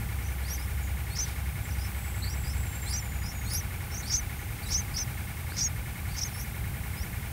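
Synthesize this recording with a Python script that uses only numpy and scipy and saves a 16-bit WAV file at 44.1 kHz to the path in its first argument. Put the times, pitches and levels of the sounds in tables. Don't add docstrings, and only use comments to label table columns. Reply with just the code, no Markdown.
import sys
import numpy as np
from scipy import signal
from scipy.fft import rfft, irfft
from scipy.io import wavfile
from scipy.ndimage import uniform_filter1d, map_coordinates

SR = 44100
rng = np.random.default_rng(int(sys.argv[2]) if len(sys.argv) > 2 else 0)


def pcm_store(signal):
    levels = np.round(np.clip(np.atleast_2d(signal), -1, 1) * 32767)
    wavfile.write(sys.argv[1], SR, levels.astype(np.int16).T)


def elevation(decibels):
    levels = np.asarray(decibels, float)
    return 10 ** (levels / 20)


N = 322812
TIME = np.arange(N) / SR
BAND_LIMIT_HZ = 15740
PUMP_HZ = 10.228

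# start_s, peak_db, ring_hz, t60_s
PUMP_KNOCKS = [(0.0052, -44, 1430, 0.06), (0.0064, -38.5, 2360, 0.016), (0.0065, -50, 1200, 0.06),
               (0.0149, -40, 2160, 0.016), (0.0157, -45, 810, 0.076), (0.0238, -38.5, 2200, 0.045),
               (0.025, -50, 2460, 0.06), (0.0259, -31, 1460, 0.0072), (0.0283, -46, 1720, 0.06),
               (0.0301, -42, 2350, 0.06), (0.0315, -45, 805, 0.071), (0.0353, -49.5, 694, 0.07),
               (0.0456, -42, 1500, 0.028), (0.0586, -36, 2140, 0.019), (0.0667, -43.5, 800, 0.066),
               (0.0877, -43, 1750, 0.059), (0.0894, -38.5, 2145, 0.069), (0.0898, -47, 1929, 0.12)]
# frequency_hz, density_db (per Hz)
CASING_SPECTRUM = [(300, -4), (1500, -2), (2300, -3), (2800, -5), (3800, -7), (6000, -30)]
# time_s, rumble_db, hum_db
TRAFFIC_LEVELS = [(0.0, -30, -35), (0.08, -35, -33.5), (3.55, -33, -37.5), (3.89, -34, -45),
                  (7.28, -32.5, -44.5), (7.32, -36, -47)]
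# frequency_hz, density_db (per Hz)
RUMBLE_SPECTRUM = [(12, -48), (20, -50), (40, -6), (90, 1), (143, -7.5), (172, -13), (201, -13), (255, -24),
                   (600, -43), (780, -49), (1320, -120)]
# frequency_hz, density_db (per Hz)
AIR_SPECTRUM = [(250, 1.5), (600, -5.5), (2200, -4), (3900, -13), (5000, -13), (7500, -12.5), (8600, -8.5),
                (9900, -7.5), (10400, -15), (11000, -8), (15000, -8.5)]
# start_s, length_s, from_hz, to_hz, level_db
FAR_CALLS = [
    (.2, .1, 6100, 6000, -63),
    (.79, .1, 6900, 7000, -59),
    (1.6, .1, 7500, 7300, -61),
    (4.35, .1, 6300, 6100, -63),
]
# time_s, pitch_hz, level_db
FAR_TRILL = [(1.721, 8230, -61), (1.9, 8160, -61), (2.079, 7670, -54), (2.62, 7660, -52),
             (2.661, 7450, -53), (2.92, 7440, -52), (3.001, 7150, -52), (3.2, 6910, -54), (3.55, 6610, -54)]
# start_s, from_hz, to_hz, level_db, gap_hz (other side below when positive, above when
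LEADS = [(.434, 3900, 4990, -49.5, 900), (1.1, 4160, 4550, -50, 700), (2.218, 4100, 4650, -41, 380),
         (2.259, 4200, 4850, -44, 330), (2.859, 3890, 4520, -44, 602), (3.458, 4080, 4580, -46, 600),
         (4.047, 4050, 4800, -46.5, 799), (4.627, 4500, 4780, -50, 403), (4.655, 3930, 3900, -47.5, -900),
         (4.686, 3950, 4590, -45.5, -900), (4.938, 5080, 4950, -41, 440), (5.495, 3940, 4780, -51, 699),
         (6.085, 4100, 4900, -53, 600), (6.135, 4410, 4930, -49, -900), (6.332, 5300, 5420, -47.5, 900),
         (6.372, 5400, 5600, -51, 503), (6.394, 5550, 5670, -42, -600), (6.2, 3960, 4920, -49.5, -900),
         (6.968, 4880, 5500, -48, 900)]
# centre_s, length_s, centre_hz, level_db
VOICE_BREAKS = [(0.496, 0.016, 5910, -48), (0.545, 0.025, 5800, -50), (1.172, 0.01, 5920, -41),
                (1.208, 0.014, 6340, -40), (2.899, 0.016, 4900, -47), (2.933, 0.01, 5120, -39.5),
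                (2.964, 0.0073, 5540, -41.5), (3.504, 0.012, 5275, -48), (3.545, 0.025, 5380, -43),
                (3.574, 0.01, 5931, -39), (3.964, 0.012, 5574, -50), (4.129, 0.014, 6050, -31),
                (4.162, 0.011, 6130, -32), (4.734, 0.016, 5980, -33), (4.776, 0.015, 5929, -38.5),
                (4.986, 0.02, 5720, -36.5), (5.598, 0.0243, 5870, -32), (5.64, 0.016, 6340, -35.5),
                (6.19, 0.013, 5590, -36), (6.231, 0.011, 5630, -38), (6.411, 0.016, 5880, -47),
                (6.18, 0.021, 5710, -43), (5.578, 0.0095, 5230, -40), (4.089, 0.022, 5280, -43.5),
                (4.704, 0.027, 5330, -44)]
# start_s, crest_hz, level_db, other_hz
STEPS = [(.478, 5150, -46, 4700), (.497, 5730, -38, 4750), (1.152, 5440, -39.5, 4970),
         (1.184, 5930, -30.5, 5460), (1.69, 6040, -50, 4900), (1.705, 5450, -52, 4750),
         (2.296, 5650, -45, 4950), (2.904, 4890, -39.5, 5400), (2.932, 5800, -33, 5100),
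         (3.509, 5260, -40, 4890), (3.543, 5740, -33.5, 5070), (4.026, 4400, -47, 3980),
         (4.076, 5180, -49, 4750), (4.099, 5550, -32.5, 5050), (4.134, 6040, -24.5, 5320),
         (4.704, 5580, -35.5, 4980), (4.74, 6030, -26, 5450), (4.962, 5770, -31, 5340),
         (4.987, 5900, -32, 5250), (5.538, 5240, -49, 4900), (5.566, 5520, -43, 5020),
         (5.607, 5790, -27, 5020), (6.174, 6140, -37, 5360), (6.21, 5740, -30.5, 6420),
         (6.232, 5900, -29.5, 5470)]
# start_s, crest_hz, level_db, other_hz, fall_hz_per_s
ARCHES = [(.53, 6220, -40, 4800, 22000), (1.211, 6280, -32, 5020, 13000), (1.72, 6040, -50, 4950, 30000),
          (2.32, 5920, -45, 4960, 20000), (2.966, 6350, -35.5, 4870, 38000),
          (3.573, 6370, -36.5, 5000, 30000), (4.162, 6520, -31.5, 4910, 20000),
          (4.771, 6530, -32, 5140, 18000), (4.997, 6250, -32.5, 5380, 19000),
          (5.637, 6600, -28.5, 5860, 5000), (6.244, 6550, -39, 5300, 26000),
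          (6.412, 5900, -48, 6500, -3000), (7.015, 5750, -48.5, 5000, -9000)]
# peak_s, level_db, opening_db_per_s, closing_db_per_s
GAPES = [(0.538, -39, 300, 570), (2.914, -38, 300, 1100), (3.556, -33.5, 270, 470), (4.054, -50, 700, 290),
         (4.692, -46, 350, 400), (4.958, -51, 400, 300), (6.412, -41, 400, 470), (1.125, -54.5, 200, 300)]
# offset_s (from its peak), pitch_ratio, lower_db, upper_db
ZIGZAG_SHAPE = [(-.062, .84, -16, -30), (-.052, .88, -1.5, -12), (-.038, .865, -4, -14),
                (-.029, .93, 3, 0.5), (-.011, .89, -0.5, -16), (0, 1, 6, -5), (.011, .935, -3, -4),
                (.025, 0.99, 0, -8), (.036, 0.87, -15, -23)]
# peak_s, peak_hz, level_db, upper_side_db, stretch (time ratio)
ZIGZAG_CALLS = [
    (.627, 5450, -53.5, -2, 1.03),
    (1.846, 5550, -51.5, 0, 1.1),
    (2.504, 5470, -50, -2, 1.03),
    (3.293, 5650, -47, 1, 1),
    (3.981, 6240, -44, 3, 1.13),
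]
# centre_s, length_s, level_db
RUSTLES = [
    (.52, .06, -56),
    (1.27, .1, -49),
    (4.575, .015, -53),
    (5.57, .05, -55),
    (6.2, .15, -53),
]
# frequency_hz, density_db
LEAF_SPECTRUM = [(1500, -5), (3500, 7), (7000, 2), (15500, -5)]
# start_s, length_s, from_hz, to_hz, level_db
SQUEAKS = [
    (2.23, .045, 13000, 14300, -55),
    (3.468, .035, 12900, 13900, -56),
    (3.512, .045, 15500, 14400, -49),
    (2.929, .009, 8200, 8200, -47),
    (6.335, .035, 10700, 10850, -50),
]
# start_s, peak_db, ring_hz, t60_s
TWIG_CLICK = [
    (5.521, -28, 1550, .012),
]
# frequency_hz, density_db
BREEZE_SPECTRUM = [(8000, -20), (11000, 0), (15500, 0)]

JOIN_S = .003
LEAD_SWELL_DB, LEAD_SHY_DB = 6.5, 3.5
SCOOP_HZ, LOW_SCOOP_HZ, ARCH_SCOOP_HZ, SCOOP_DB = 543, 756, 352, 9
STEP_RISE_S, STEP_SAG_HZ_S, LOW_SAG_HZ_S = .00803, 1500, 8800
STEP_FADE_DB, LOW_FADE_DB = 2, 10.5
DIVE_S, DIVE_HZ, LOW_DIVE_HZ, DIVE_DB = .01, 400, 850, 8
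ARCH_RISE_S, ARCH_S, RELEASE_S = .009, .047, .012
ARCH_S_PER_DB = .0007
ARCH_FADE_DB, RELEASE_DB = 3, 20
ROUNDING = .6
ARCH_LOW_FALL_HZ_S = 15000
EVEN_GAP_HZ, LOW_DB_PER_KHZ = 370, 19
CROSS_DB, CROSS_BREAK_DB = -28, 26
SHUT_DB = -58


def unit(x):
    return x / np.sqrt(np.mean(np.abs(x) ** 2) + 1e-20)


def coloured(spectrum, size):
    frequency_hz, density_db = np.transpose(spectrum)
    hz = np.fft.rfftfreq(size, 1 / SR)
    gain_db = np.interp(np.log(hz + 1), np.log(frequency_hz), density_db, left=-120)
    gain = elevation(gain_db) * (hz < BAND_LIMIT_HZ)
    return unit(irfft(rfft(rng.standard_normal(size)) * gain, size))


def wobble(rate, size=N):
    knots = rng.standard_normal(int(size * rate / SR) + 4)
    return map_coordinates(knots, [np.arange(size) * rate / SR])


def phasor(hz):
    return np.exp(2j * np.pi * np.cumsum(hz) / SR)


def pump():
    knocks = np.zeros(N)
    for start_s, peak_db, ring_hz, t60_s in PUMP_KNOCKS:
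        age = (TIME - start_s) % (1 / PUMP_HZ)
        onset = 1 - np.exp(-age / 0.00074)
        knocks += elevation(peak_db - 60 * age / t60_s) * onset * np.sin(2 * np.pi * ring_hz * age)
    size = round(SR / PUMP_HZ)
    cycle = coloured(CASING_SPECTRUM, size)
    rattle = map_coordinates(cycle, [TIME * PUMP_HZ % 1 * size], mode="grid-wrap")
    rattle_db = -53 + 2 * np.cos(2 * np.pi * PUMP_HZ * (TIME - .02))
    return knocks + elevation(rattle_db) * rattle


def traffic():
    time_s, rumble_db, hum_db = np.transpose(TRAFFIC_LEVELS)
    hum_level = elevation(np.interp(TIME, time_s, hum_db) + 2.5 + 1.6 * wobble(5))
    hum = hum_level * phasor(65 + 1.2 * wobble(4)).real
    rumble_level = elevation(np.interp(TIME, time_s, rumble_db) - 2.0 + 0.7 * wobble(4.22))
    return hum + rumble_level * coloured(RUMBLE_SPECTRUM, N)


def air():
    breath_db = 0.5 * np.cos(2 * np.pi * PUMP_HZ * (TIME - .022))
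    return elevation(-45 + breath_db + 0.4 * wobble(3.13)) * coloured(AIR_SPECTRUM, N)


def whistles(table, waver_hz):
    out = np.zeros(N)
    for start_s, length_s, from_hz, to_hz, level_db in table:
        n = int(length_s * SR)
        tone = phasor(np.linspace(from_hz, to_hz, n) + waver_hz * wobble(304, n)).real
        level = elevation(level_db + 7 + 4 * wobble(200, n))
        out[int(start_s * SR):][:n] += level * np.hanning(n) * tone
    return out


def far_birds():
    time_s, pitch_hz, level_db = np.transpose(FAR_TRILL)
    beat = 1 + 0.52 * np.sin(2 * np.pi * 46 * TIME + 3.4 * wobble(8.9))
    level = elevation(np.interp(TIME, time_s, level_db, left=-120, right=-120))
    trill = level * beat * phasor(np.interp(TIME, time_s, pitch_hz) + 60 * wobble(60)).real
    direct = trill + whistles(FAR_CALLS, waver_hz=298)
    tail = rng.standard_normal(SR // 2) * elevation(-60 * TIME[:SR // 2] / 0.22)
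    echoes = signal.fftconvolve(direct, tail / np.linalg.norm(tail))[:N]
    return .5 * direct + 1.65 * echoes


def other_db(level_db, gap_hz):
    return level_db - LOW_DB_PER_KHZ * max(abs(gap_hz) - EVEN_GAP_HZ, 0) / 1000


def lead(start_s, end_s, dives, from_hz, to_hz, level_db, gap_hz):
    points = [(start_s, from_hz, level_db - LEAD_SWELL_DB),
              ((start_s + end_s) / 2, (from_hz + to_hz) / 2, level_db),
              (end_s, to_hz, level_db - LEAD_SHY_DB)]
    return [(t, hz, db, hz - gap_hz, other_db(db, gap_hz) - LEAD_SHY_DB) for t, hz, db in points]


def voice_breaks():
    flutter = unit(wobble(1700) + 1j * wobble(1700) + .5 * wobble(5500)) * elevation(2.2 * wobble(200))
    voice, power = np.zeros(N, complex), np.full(N, elevation(-125))
    for centre_s, length_s, centre_hz, level_db in VOICE_BREAKS:
        span = slice(int((centre_s - 3 * length_s) * SR), int((centre_s + 3 * length_s) * SR))
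        swell = elevation(level_db) * np.exp(-((TIME[span] - centre_s) / length_s) ** 2)
        voice[span] += swell * flutter[span] * np.exp(2j * np.pi * centre_hz * TIME[span])
        power[span] += swell ** 2
    return voice, power


def step(start_s, end_s, dives, hz, db, low_hz):
    low_db = other_db(db, hz - low_hz)
    rise = min(STEP_RISE_S, (end_s - start_s) / 2)
    dive = dives * min(DIVE_S, (end_s - start_s - rise) / 2)
    held = end_s - start_s - rise - dive
    sagged = np.array([end_s - dive, hz - STEP_SAG_HZ_S * held, db - STEP_FADE_DB,
                       low_hz - LOW_SAG_HZ_S * held, low_db - LOW_FADE_DB])
    dropped = sagged + dives * np.array([dive, -DIVE_HZ, -DIVE_DB, -LOW_DIVE_HZ, 0])
    scooped = (start_s, hz - SCOOP_HZ, db - SCOOP_DB, low_hz - LOW_SCOOP_HZ, low_db - SCOOP_DB)
    return [scooped, (start_s + rise, hz, db, low_hz, low_db), sagged, dropped]


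def arch(start_s, end_s, dives, hz, db, low_hz, fall):
    low_db = other_db(db, hz - low_hz)
    tail = ARCH_S - ARCH_RISE_S + ARCH_S_PER_DB * (db + 30)
    after = [(0, 1, 0), (tail / 3, ROUNDING, 0), (tail - RELEASE_S, 1, ARCH_FADE_DB), (tail, 1, RELEASE_DB)]
    rows = [(start_s, hz - ARCH_SCOOP_HZ, db - ARCH_FADE_DB, low_hz, low_db)]
    for t, share, loss in after:
        rows.append((start_s + ARCH_RISE_S + t, hz - share * fall * t, db - loss,
                     low_hz - share * ARCH_LOW_FALL_HZ_S * t, low_db - loss))
    return rows


def calls():
    kinds = [(lead, LEADS), (step, STEPS), (arch, ARCHES)]
    parts = sorted([(row, kind) for kind, table in kinds for row in table], key=lambda part: part[0][0])
    out = [[]]
    for ((start_s, *row), kind), (following, next_kind) in zip(parts, parts[1:] + parts[-1:]):
        dives = next_kind is not arch
        out[-1] += kind(start_s, following[0] - JOIN_S, dives, *row)
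        if kind is arch:
            out.append([])
    return out[:-1]


def zigzags():
    return [[(peak_s + offset_s * stretch, peak_hz * ratio + 620, level_db + upper_db + side_db,
              peak_hz * ratio, level_db + lower_db) for offset_s, ratio, lower_db, upper_db in ZIGZAG_SHAPE]
            for peak_s, peak_hz, level_db, side_db, stretch in ZIGZAG_CALLS]


def sing(call, voice, power):
    time_s, *columns = np.transpose(call)
    span = slice(int(time_s[0] * SR), int(time_s[-1] * SR))
    upper_hz, upper_db, lower_hz, lower_db = (
        uniform_filter1d(np.interp(TIME[span], time_s, column), size=150) for column in columns)
    n = len(upper_hz)
    weakness_db = np.clip((-42 - np.maximum(upper_db, lower_db)) / 4, 0, 2.5)
    edge = signal.windows.tukey(n, 300 / n) * elevation(weakness_db * wobble(180, n))
    loud = elevation(2 * upper_db) + elevation(2 * lower_db)
    broken = power[span] / (power[span] + loud)
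    shake_hz = 20 + 280 * broken
    upper = phasor(upper_hz + shake_hz * wobble(250, n))
    lower = phasor(lower_hz + shake_hz * wobble(250, n))
    cross = elevation((upper_db + lower_db) / 2 + CROSS_DB + CROSS_BREAK_DB * broken)
    cross_tones = upper ** 2 / lower + lower ** 2 / upper
    voice[span] += edge * (elevation(upper_db) * upper + elevation(lower_db) * lower + cross * cross_tones)
    power[span] += loud


def nestlings():
    voice, power = voice_breaks()
    for call in calls() + zigzags():
        sing(call, voice, power)
    octave = elevation(SHUT_DB)
    for peak_s, level_db, opening, closing in GAPES:
        octave = octave + elevation(level_db - np.maximum(opening * (peak_s - TIME), closing * (TIME - peak_s)))
    squared = 2 * voice ** 2 / (power + np.abs(voice) ** 2)
    return np.sqrt(2) * (voice + octave * squared).real


def leaves():
    gusts = sum(elevation(level_db) * np.exp(-((TIME - centre_s) / length_s) ** 2)
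                for centre_s, length_s, level_db in RUSTLES)
    grain_db = 2 * wobble(90)
    return gusts * elevation(grain_db) * coloured(LEAF_SPECTRUM, N)


def squeaks():
    return whistles(SQUEAKS, waver_hz=198)


def twig():
    start_s, peak_db, ring_hz, t60_s = TWIG_CLICK[0]
    age = np.clip(TIME - start_s, 0, None)
    modes = np.sin(2 * np.pi * ring_hz * age) + .5 * np.sin(2 * np.pi * 420 * age)
    return elevation(peak_db - 60 * age / t60_s) * modes


def breeze():
    start_s, rise_s, level_db = 5.9, .15, -57
    rise = 1 / (1 + np.exp((start_s - TIME) / rise_s))
    return elevation(level_db) * rise * coloured(BREEZE_SPECTRUM, N)


def scene():
    background = pump() + traffic() + air() + far_birds()
    return (background + nestlings() + leaves() + squeaks() + twig() + breeze())[None]


def roll_off(x):
    return signal.sosfilt(signal.butter(12, 16590, fs=SR, output="sos"), x)


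def record(dry):
    passed = np.fft.rfftfreq(N, 1 / SR) < BAND_LIMIT_HZ
    mix = irfft(rfft(dry) * passed, N)
    return roll_off(mix)


dry = scene()
out = record(dry)
pcm_store(out)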